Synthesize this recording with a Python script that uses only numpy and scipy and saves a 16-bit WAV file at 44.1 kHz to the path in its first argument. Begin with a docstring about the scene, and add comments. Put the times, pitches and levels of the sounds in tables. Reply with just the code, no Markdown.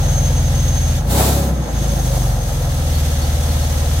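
"""An old van's eight-cylinder engine idles in a garage: the exhaust throbs unevenly, the block clatters,
and the carburettor hisses and whistles past its nearly shut throttle. After a second the throttle is
blipped: the whistle fades, air rushes in and the engine speeds up, setting a body panel ringing.
As the throttle closes the exhaust burbles and the whistle returns. The engine sinks slowly back
to idle, and the fan belt chirps as it settles."""
import sys
import numpy as np
from scipy.fft import rfft, irfft, next_fast_len
from scipy.io import wavfile
from scipy.ndimage import map_coordinates

SR = 44100
rng = np.random.default_rng(int(sys.argv[2]) if len(sys.argv) > 2 else 0)


def digitize_waveform(pressure):
    """Quantize a signal to 16-bit integers and store it at the path in sys.argv[1].

    Rows of a 2-D input are taken as channels; values are limited to [-1, 1].
    """
    field = np.atleast_2d(pressure).T
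    bounded = np.clip(field, -1, 1)
    quanta = np.round(bounded * 32767).astype(np.int16)
    wavfile.write(sys.argv[1], SR, quanta)


N = 176400

# Each row: time in seconds, crankshaft speed in turns per second.
CRANK_SPEED = [(0, 20.94), (.42, 19.93), (.62, 20.09), (.9, 19.49), (1, 20.07), (1.16, 32.79),
               (1.33, 34.92), (1.48, 33.41), (1.68, 27.81), (2, 25.49), (2.3, 23.49), (2.42, 21.95),
               (2.75, 19.83), (3.1, 18.38), (3.6, 18.97), (4, 19.16)]
# Each row: time in seconds, engine load from 0 to 1.
ENGINE_LOAD = [(1, 0), (1.13, 1), (1.45, .9), (1.75, 0)]
# Each row: time in seconds, gain of the exhaust note in dB.
EXHAUST_LEVEL = [(0, 2), (.92, .5), (1.01, -1.5), (1.15, 4), (1.45, 2), (1.61, -1), (1.67, -9.5),
                 (1.76, -.5), (2.33, .5), (2.43, -1.5), (4, -1)]
# Exhaust pipe and garage together. Each row: frequency in Hz, gain in dB.
PIPE_RESPONSE = [(30, -44), (36, -30), (40, -24), (54, -19), (66, -18.5), (76, -16), (87, -27), (95, -52),
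                 (104, -33.5), (120, -25.5), (132, -30), (143, -26), (175, -40), (238, -34.5), (270, -46),
                 (420, -69)]
# Uneven cylinders spread the firing note (order 4) over its neighbouring multiples of the crank speed.
# Each entry: weight off load in dB, for orders 2 to 14.
ORDER_WEIGHTS = [4.5, -2.5, 3, 7.5, 4.5, 5.5, 1, -3.5, 1.5, -19, -1, 1.5, 3]
# Higher orders trail in each throb: much is a roll, little a compact chug.
# Each row: time in seconds, lag in radians per order squared.
ORDER_LAG = [(.97, .37), (1.17, .26), (2.2, .2), (2.55, .42), (2.8, .42), (3.1, .24)]
# Rough exhaust noise. Each row: time in seconds, level in dB.
BURBLE_LEVEL = [(1, -32), (1.2, -29), (1.42, -29), (1.52, -24), (1.67, -28), (1.8, -25.5), (2.4, -31.5)]
# Each row: frequency in Hz, relative level in dB.
BURBLE_SPECTRUM = [(20, -41), (45, -2), (170, -0.5), (260, -8), (340, -6), (410, -23.5), (800, -59)]

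# Mechanical clatter. Each row: time in seconds, level in dB.
BLOCK_LEVEL = [(0, -30), (1, -32), (1.45, -29.5), (1.53, -30), (2.15, -29.5), (2.45, -31), (4, -30)]
# Each row: frequency in Hz, relative level in dB.
BLOCK_SPECTRUM = [(150, -51), (300, -11.5), (410, -17), (480, 1), (630, -4.5), (790, -3), (950, -10),
                  (1800, -16.5), (8000, -68)]
# Each row: centre in Hz, width in Hz, boost in dB.
BLOCK_MODES = [(563, 22, 6), (678, 18, 3), (750, 50, 3), (1021, 18, 6), (1302, 40, 8)]

# Hiss at the throttle plate. Each row: time in seconds, level in dB.
HISS_LEVEL = [(0, -31), (.97, -30.5), (1.02, -38), (1.4, -33), (1.53, -39), (1.7, -35.5), (1.78, -31.5),
              (2.18, -29.5), (2.41, -33.5), (2.48, -32), (2.7, -32), (2.95, -29)]
# Each row: frequency in Hz, relative level in dB.
HISS_SPECTRUM = [(300, 4), (1000, -12.5), (1700, 1.5), (2500, -0.5), (3400, 2.5), (5500, -2), (8000, -2),
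                 (15500, -9)]
# The carburettor's cavities. Each row: centre in Hz, width in Hz, boost in dB.
CAVITY_MODES = [(3630, 100, 3.3), (4350, 78, 4.3), (5420, 280, 3.3), (6297, 260, 9.8), (11570, 310, 7.2)]
# Each row: time in seconds, boost of the treble and equal cut of the body in dB.
HISS_BRIGHTNESS = [(1.7, 0), (2.15, 4.5), (2.55, 2.5), (3, 1.5)]

# Air drawn through the open throttle. Each row: time in seconds, level in dB.
RUSH_LEVEL = [(1.05, -48), (1.11, -24), (1.19, -21), (1.27, -20.5), (1.41, -29), (1.5, -35.5), (1.62, -65)]
# Each row: frequency in Hz, relative level in dB.
RUSH_SPECTRUM = [(300, -27), (1000, -2), (2300, -12), (3700, -4), (5000, -6.5), (7400, -5.5), (11500, -7),
                 (15500, -6.5)]
# Each row: centre in Hz, width in Hz, boost in dB.
RUSH_MODES = [(3780, 120, 2.8), (7300, 220, 6), (11400, 330, 8.6)]
# The intake's low roar. Each row: frequency in Hz, relative level in dB.
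ROAR_SPECTRUM = [(120, -16), (300, -1), (420, -2), (800, 2), (1150, -11), (2500, -17)]

# Whistle at the throttle's edge. Each row: time in seconds, pitch in Hz, level in dB.
EDGE_TONE = [(0, 6352, -33), (.17, 6345, -29), (.5, 6337, -34), (.62, 6338, -30), (.92, 6342, -31),
             (1.04, 6290, -50), (1.39, 6360, -38), (1.53, 6405, -48), (1.68, 6390, -41), (1.8, 6338, -35),
             (2.4, 6320, -40), (2.9, 6240, -54), (4, 6325, -41)]
# Each row: time of the peak in seconds, level in dB.
PANEL_SWELLS = [(1.15, -24.5), (1.39, -23.5), (1.475, -24), (1.92, -27.5), (2.13, -29), (2.26, -30.5)]
# Each row: time of the peak in seconds, level in dB, pitch in Hz.
BELT_CHIRPS = [(2.96, -35, 4390), (3.23, -35, 4450), (3.35, -40, 4230), (3.5, -41, 4230), (3.63, -36, 4260)]
# Likeness of left and right. Each row: frequency in Hz, coherence from 0 to 1.
COHERENCE = [(120, 0.9), (480, 0.76), (950, 0.18), (1900, 0)]


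def exhaust(speed, angle):
    """Harmonics of the crank speed slide through the pipe's resonances; under load they fall off evenly."""
    load, lag = curve(ENGINE_LOAD), curve(ORDER_LAG)
    loaded_base_db, fall_db_per_octave = -17.5, 7.5
    flutter_db, jitter_rad = .6, .06
    note = np.zeros(N)
    for order, weight_db in enumerate(ORDER_WEIGHTS, 2):
        idle_db = weight_db + along(PIPE_RESPONSE, order * speed)
        loaded_db = loaded_base_db - fall_db_per_octave * np.log2(order / 2)
        level_db = (1 - load) * idle_db + load * loaded_db + flutter_db * wobble(8.1)
        phase = 2 * np.pi * order * angle - lag * order ** 2
        jitter = jitter_rad * (1 + load * order) * wobble(45)  # load roughens the note
        note += amp(level_db) * np.cos(phase + jitter)
    return amp(curve(EXHAUST_LEVEL)) * note


def burble(angle):
    """Amplitude modulation: rough exhaust noise swells with each firing and each crank turn."""
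    throb = pulsation(angle, order=4, depth_db=1.5) * pulsation(angle - .2, order=1, depth_db=1.5)
    return amp(curve(BURBLE_LEVEL)) * throb * garage_noise(BURBLE_SPECTRUM)


def block_clatter(angle):
    """Forced vibration: firings and valve gear shake the block, which rings in its modes."""
    firings = pulsation(angle, order=4, depth_db=1.8)
    valve_gear = pulsation(angle, order=.5, depth_db=.8)
    shake = amp(.9 * wobble(25)) * firings * valve_gear
    return amp(curve(BLOCK_LEVEL)) * shake * garage_noise(BLOCK_SPECTRUM, BLOCK_MODES)


def throttle_hiss(angle, crossover_hz=6000):
    """Turbulence at the nearly shut throttle excites cavity resonances and pulses with the intake."""
    air = garage_noise(HISS_SPECTRUM, CAVITY_MODES)
    body = filtered(air, lambda hz: 1 / (1 + (hz / crossover_hz) ** 2))
    treble = air - body
    tilt = amp(curve(HISS_BRIGHTNESS))
    pulsing = amp(.75 * wobble(35)) * pulsation(angle, order=2, depth_db=.8)
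    return amp(curve(HISS_LEVEL)) * pulsing * (body / tilt + treble * tilt)


def intake_rush():
    """Turbulent flow through the open throttle: a bright rush over a roar that barks at full throttle."""
    air = garage_noise(RUSH_SPECTRUM, RUSH_MODES)
    bark_db = 5.5 * bell_curve(peak_s=1.202, width_s=.024)
    roar = amp(bark_db) * garage_noise(ROAR_SPECTRUM)
    return amp(curve(RUSH_LEVEL)) * (air + roar)


def throttle_whistle(angle, waver_hz=9, flicker_db=3.5):
    """An edge tone flutters with the intake cycle; the garage makes it flicker differently on each side."""
    phase = running_phase(curve(EDGE_TONE) + waver_hz * wobble(97))
    sides = np.array([amp(flicker_db * wobble(55)) * np.sin(phase + shift) for shift in (0, 1.2)])
    flutter = pulsation(angle, order=.5, depth_db=2)
    return amp(curve(EDGE_TONE, column=2)) * flutter * unit_rms(sides)


def body_panel(mode_hz=560, waver_hz=9):
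    """Resonance: a panel shaken by the engine rings up briefly at its own pitch, at the listed times."""
    phase = running_phase(mode_hz + waver_hz * wobble(30))
    return swells(PANEL_SWELLS, width_s=.034) * np.sin(phase)


def fan_belt(rough_hz=55.3):
    """The belt chirps at slightly varying pitches; random frequency modulation makes it rough."""
    hz = curve(BELT_CHIRPS, column=2) + rough_hz * np.array([wobble(400), wobble(400)])
    return swells(BELT_CHIRPS, width_s=.027) * np.sin(running_phase(hz))


def garage_noise(spectrum, modes=(), ripple_db=2, ripple_step_hz=22):
    """Stereo noise of rms 1; interfering reflections ripple its spectrum and decorrelate its treble."""
    def response(hz):
        peaks_db = sum(db / (1 + (2 * (hz - centre) / width) ** 2) for centre, width, db in modes)
        knots = rng.standard_normal(int(hz[-1] / ripple_step_hz) + 4)
        ripple = map_coordinates(knots, [hz / ripple_step_hz])
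        coherence = along(COHERENCE, hz)
        level_db = along(spectrum, hz) + peaks_db + ripple_db * (1 - coherence) ** 2 * ripple
        spread = np.arccos(coherence) / 2
        return amp(level_db) * [np.cos(spread), np.sin(spread)]
    mid, side = filtered(rng.standard_normal((2, N)), response)
    return unit_rms(np.array([mid + side, mid - side]))


def arrival_difference(hz, left_lag_s=.00015, balance_db=.27):
    """Interaural differences: low sound arrives earlier on the right and slightly louder on the left."""
    side = np.array([[1], [-1]])
    phase_gap = 2 * np.pi * np.minimum(hz, 450) * left_lag_s
    return amp(balance_db * side) * np.exp(-1j * side * phase_gap / 2)


def pulsation(angle, order, depth_db):
    """Periodic modulation: a gain that swells order times per crank turn."""
    return unit_rms(amp(depth_db * np.cos(2 * np.pi * order * angle)))


def bell_curve(peak_s, width_s):
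    """A Gaussian envelope that falls to 1/e at width_s from its peak."""
    return np.exp(-((np.arange(N) / SR - peak_s) / width_s) ** 2)


def swells(rows, width_s):
    """Superposed Gaussian envelopes, one for each row."""
    return sum(amp(db) * bell_curve(peak_s, width_s) for peak_s, db, *_ in rows)


def running_phase(hz):
    """Phase in radians is the time integral of angular frequency."""
    return 2 * np.pi * np.cumsum(hz, axis=-1) / SR


def wobble(rate):
    """A smooth random fluctuation, rate knots a second."""
    return map_coordinates(rng.standard_normal(int(N * rate / SR) + 4), [np.arange(N) * rate / SR])


def curve(rows, column=1):
    """Linear interpolation of one column of a time table."""
    columns = np.transpose(rows)
    return np.interp(np.arange(N) / SR, columns[0], columns[column])


def along(rows, hz):
    """Interpolation on a logarithmic frequency axis."""
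    frequencies, values = np.transpose(rows)
    return np.interp(np.log(hz + 1), np.log(frequencies + 1), values)


def filtered(x, response):
    """Linear filtering multiplies the spectrum by a frequency response."""
    size = next_fast_len(N + SR // 2)
    return irfft(rfft(x, size) * response(np.fft.rfftfreq(size, 1 / SR)), size)[..., :N]


def amp(db):
    """Decibels to amplitude ratio."""
    return 10 ** (np.asarray(db) / 20)


def unit_rms(x):
    """Normalisation to rms 1."""
    return x / np.sqrt(np.mean(x ** 2) + 1e-20)


def scene():
    """The sources add by superposition; one crankshaft keeps their pulsations in step."""
    speed = curve(CRANK_SPEED)
    angle = .1973 + np.cumsum(speed) / SR  # in turns
    engine = exhaust(speed, angle) + burble(angle) + block_clatter(angle) + body_panel()
    carburettor = throttle_hiss(angle) + intake_rush() + throttle_whistle(angle)
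    return filtered(engine, arrival_difference) + carburettor + fan_belt()


def record(dry, cutoff_hz=15850):
    """Band limiting: an ideal low-pass filter passes nothing above its cutoff."""
    return filtered(dry, lambda hz: hz < cutoff_hz)


dry = scene()
out = record(dry)
digitize_waveform(out)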